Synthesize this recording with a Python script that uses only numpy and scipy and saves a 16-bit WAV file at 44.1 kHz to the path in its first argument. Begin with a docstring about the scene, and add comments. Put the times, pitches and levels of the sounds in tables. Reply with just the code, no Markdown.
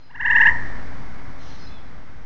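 """A backyard at dusk, one microphone. A far bird's whistles fade over a low rumble.
A tree frog gives one trill of eight rising chirps, coloured by its vocal sac;
nearby walls throw back quick echoes and the trees a longer tail.
The recorder's expander opens with the trill, lifting the background, and closes slowly.
Then the far bird buzzes and whistles again."""
import sys
import numpy as np
from scipy import signal
from scipy.fft import rfft, irfft
from scipy.io import wavfile
from scipy.ndimage import uniform_filter1d, minimum_filter1d

SR = 44100
rng = np.random.default_rng(int(sys.argv[2]) if len(sys.argv) > 2 else 0)


def digitize_waveform(pressure):
    """Quantize a signal to 16-bit integers and store it at the path in sys.argv[1].

    Rows of a 2-D input are taken as channels; values are limited to [-1, 1].
    """
    field = np.atleast_2d(pressure).T
    bounded = np.clip(field, -1, 1)
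    quanta = np.round(bounded * 32767).astype(np.int16)
    wavfile.write(sys.argv[1], SR, quanta)


N = 99225
TIME = np.arange(N) / SR


def from_db(db):
    """Decibels to gain."""
    return 10 ** (np.asarray(db) / 20)


def noise(spectrum, low_cut_hz=27):
    """Noise of rms 1, coloured by (Hz, dB) points and rolled off at the bottom."""
    hz, db = np.transpose(spectrum)
    f = np.maximum(np.fft.rfftfreq(N, 1 / SR), 1)
    colour = from_db(np.interp(np.log(f), np.log(hz), db)) / np.hypot(1, (low_cut_hz / f) ** 2)
    x = irfft(rfft(rng.standard_normal(N)) * colour, N)
    return x / x.std()


def drift(rate_hz):
    """Smooth random wander with a spread of 1."""
    r = np.exp(-2 * np.pi * rate_hz / SR)
    x = signal.lfilter([1], [1, -2 * r, r * r], rng.standard_normal(2 * N))[N:]
    return x / x.std()


def resonance(x, hz, width_hz):
    """One resonance with gain 1 at its peak."""
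    r = np.exp(-np.pi * width_hz / SR)
    poles = [1, -2 * r * np.cos(2 * np.pi * hz / SR), r * r]
    return signal.lfilter(np.array([1, 0, -1]) * (1 - r * r) / 2, poles, x + 1e-18)


def scatter(x, t60_s, onset_s=0.0171):
    """Diffuse reflections that build up and die away."""
    build_up = 1 - np.exp(-(TIME / onset_s) ** 2)
    response = rng.standard_normal(N) * from_db(-60 * TIME / t60_s) * build_up
    return signal.fftconvolve(x, response / np.linalg.norm(response))[:N]


# Distant rumble and air, heard from the yard. Each row: frequency in Hz, relative level in dB.
AIR_SPECTRUM = [(19, -44), (32, 4.5), (66, -1), (118, -3.5), (227, -10), (266, -11.5), (298, -15),
                (437, -17.5), (702, -17.5), (786, -16.5), (1380, -19), (2170, -21.5), (2660, -34),
                (5710, -37.5), (7000, -47.5), (9100, -87.5), (15400, -120)]


def background(hum_hz=273.03):
    """Steady outdoor rumble with a faint wavering hum."""
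    hum_pitch = hum_hz + 2.26 * drift(rate_hz=10.9)
    hum = np.sin(2 * np.pi * np.cumsum(hum_pitch) / SR)
    return from_db(-34) * noise(AIR_SPECTRUM) + from_db(-46.5) * hum


# The bird's buzz from far off. Each row: frequency in Hz, relative level in dB.
BUZZ_SPECTRUM = [(2500, 4), (3400, 10.5), (4100, 7), (4600, 4), (5200, 8), (6000, 7.5), (7000, -6)]


def bird_buzz(start_s=1.3515, rise_s=0.116, hold_s=0.061, fall_s=0.288):
    """A blurred band of noise swells and fades to open the far bird's song."""
    envelope = np.interp(TIME, np.cumsum([start_s, rise_s, hold_s, fall_s]), [0, 1, 1, 0])
    return from_db(-45.5) * envelope * noise(BUZZ_SPECTRUM)


# The far bird's notes. Each row: start in seconds, length in seconds, first pitch in Hz,
# last pitch in Hz, level in dB, hoarseness (0 is pure, 1 or more is all flutter).
BIRD_NOTES = [(-.03, 0.12, 4330, 3980, -44.5, .2), (-.01, 0.12, 4920, 4960, -44, .8),
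              (-.02, .08, 3420, 3164, -64, .5), (1.385, .05, 4050, 4190, -48.5, 0.7),
              (1.481, .11, 4280, 3910, -47, 0.78), (1.567, 0.159, 3700, 3300, -57.5, 0.54),
              (1.569, 0.1063, 4440, 4092, -45.5, 0.31), (1.58, 0.1086, 5170, 5018, -44, 1.17),
              (1.658, 0.0312, 4038, 4084, -42, 0.88), (1.573, 0.3, 2560, 2590, -51, 0.78),
              (1.678, 0.0858, 3400, 3550, -46.5, 0.65), (1.74, 0.069, 3580, 3209, -45.5, 0.15),
              (1.85, 0.045, 4100, 3928, -54, 0.79)]


def bird_whistles(flutter_hz=130):
    """Clear and hoarse gliding whistles, blurred by the woods on their way to the microphone."""
    song = np.zeros(N)
    for start_s, length_s, first_hz, last_hz, db, hoarse in BIRD_NOTES:
        progress = np.clip((TIME - start_s) / length_s, 0, 1)
        hoarse = np.clip(hoarse, 0, 1)
        flutter = (drift(flutter_hz) + 1j * drift(flutter_hz)) / np.sqrt(2)
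        roughness = np.sqrt(1 - hoarse ** 2) + hoarse * flutter
        pitch = first_hz + (last_hz - first_hz) * progress
        tone = np.exp(2j * np.pi * np.cumsum(pitch) / SR)
        song += from_db(db) * np.sin(np.pi * progress) * np.real(roughness * tone)
    return song + from_db(-4.5) * scatter(song, t60_s=0.57)


# Echoes off the ground and nearby walls. Each row: delay in seconds, gain as a fraction.
WALL_ECHOES = [(.002337, .338), (.012449, .187), (.020048, .643), (.023653, .236), (.026577, .409),
               (.038178, .147), (.044759, .204)]


def yard_reflections(x):
    """Close surfaces return distinct echoes, the bushes a short tail and the trees a long one."""
    f = np.fft.rfftfreq(2 * N, 1 / SR)
    walls = sum(gain * np.exp(-2j * np.pi * f * delay_s) for delay_s, gain in WALL_ECHOES)
    echoes = irfft(rfft(x, 2 * N) * walls)[:N]
    trees = from_db(-13) * scatter(x, t60_s=1)
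    bushes = from_db(-12.5) * scatter(x, t60_s=0.187)
    return echoes + trees + bushes


# The trill's chirps. Each row: time of reaching full strength in seconds, level in dB,
# upward glide at that moment in Hz per second.
TRILL_CHIRPS = [(0.107, -31.5, 12700), (0.1553, -18.5, 11600), (0.2074, -9, 11460), (0.2576, -5.5, 9547),
                (0.3075, -5.5, 8190), (0.3597, -5, 8153), (0.4115, -5, 8817), (0.4642, -4, 8362)]


def trill(pitch_hz=904.1, bend_hz_per_s2=46100, attack_s=0.0235, hold_s=0.00712, release_s=0.00263):
    """Each chirp swells as it glides up, then stops short; the phase is the fundamental's."""
    swell, strength, phase = np.zeros((3, N))
    for peak_s, db, glide in TRILL_CHIRPS:
        age = TIME - peak_s
        shape = np.interp(age, [-attack_s, 0, hold_s, hold_s + release_s], [0, 1, 1, 0]) ** 1.528
        on = shape > 0
        pitch = pitch_hz + glide * age[on] + bend_hz_per_s2 * age[on] ** 2
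        swell[on], strength[on] = shape[on], from_db(db)
        phase[on] = 2 * np.pi * (np.cumsum(pitch) / SR + rng.random())
    return swell, strength, phase


# Weaker harmonics beside the dominant second. Each row: multiple of the fundamental, level in dB,
# resonance in Hz, its width in Hz, feed to the reflections in dB, exponent on the chirp's swell,
# exponent on the trill's crescendo.
SAC_HARMONICS = [(1, -14, 1036.5, 77, -17.5, 1.9, 0.328), (1, -8, 1151.4, 70, -1.5, 0.75, 0.43),
                 (3, -14, 2780, 126, -22, 1.8, 0.648), (3, -10.5, 3042, 140, -6.5, 0.33, 2),
                 (4, -40, 2700, 1400, -4, 0.61, 0.52), (6, -45, 4700, 1200, 1, 1.5, 0.41),
                 (7, -49, 6400, 1200, 1, 1.3, 1.2)]


def tree_frog(rasp_band_hz=(2600, 4200)):
    """The frog in the yard: its harmonics sweep through resonances of the vocal sac, with a faint rasp."""
    swell, strength, phase = trill()
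    effort = swell * strength
    direct = to_yard = effort * np.sin(2 * phase)
    for multiple, db, hz, width_hz, echo_db, swell_power, crescendo_power in SAC_HARMONICS:
        harmonic = swell ** swell_power * strength ** crescendo_power * np.sin(multiple * phase)
        partial = from_db(db) * resonance(harmonic, hz, width_hz)
        direct = direct + partial
        to_yard = to_yard + from_db(echo_db) * partial
    rasp_filter = signal.butter(1, rasp_band_hz, "band", fs=SR, output="sos")
    rasp = from_db(-32.5) * effort * signal.sosfilt(rasp_filter, rng.standard_normal(N))
    # The lowest partial lingers in the yard on its own.
    low_ring = resonance(effort * np.sin(phase), hz=976.8, width_hz=70)
    return direct + rasp + yard_reflections(to_yard) + from_db(-14.5) * scatter(low_ring, t60_s=0.484)


def scene():
    """Frog, far bird and background at one microphone."""
    return (tree_frog() + bird_whistles() + bird_buzz() + background())[None]


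def expander_gain(x, open_s=0.2564, close_s=0.913, rest_gain=0.1049, gain_per_level=4.955, block=128):
    """Gain that rises with the sound's level and sinks slowly afterwards."""
    levels = np.sqrt(np.abs(uniform_filter1d(x * x, 2 * block)))[::block]
    held = [0.]
    for level in levels:
        lag_s = open_s if level > held[-1] else close_s
        held.append(held[-1] + (level - held[-1]) * block / SR / lag_s)
    return rest_gain + gain_per_level * np.interp(np.arange(N) / block, np.arange(len(held)), held)


def limiter(x, ceiling=0.523, window_s=0.002):
    """Turns the loudest peaks down smoothly."""
    span = int(window_s * SR)
    gain = ceiling / np.maximum(np.abs(x), ceiling)
    return x * uniform_filter1d(minimum_filter1d(gain, span), span)


def record(dry, bias=-0.1347, cutoff_hz=7050):
    """The recorder expands and limits, adds hiss and an offset that follows its gain, and cuts the top."""
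    gain = expander_gain(dry[0])
    hiss = from_db(-65.5) * noise([(200, -26), (3000, -4), (5000, -14.5), (7000, -21)])
    low_pass = signal.ellip(10, .3, 70, cutoff_hz, fs=SR, output="sos")
    return signal.sosfilt(low_pass, limiter(dry * gain) + bias * gain + hiss)


dry = scene()
out = record(dry)
digitize_waveform(out)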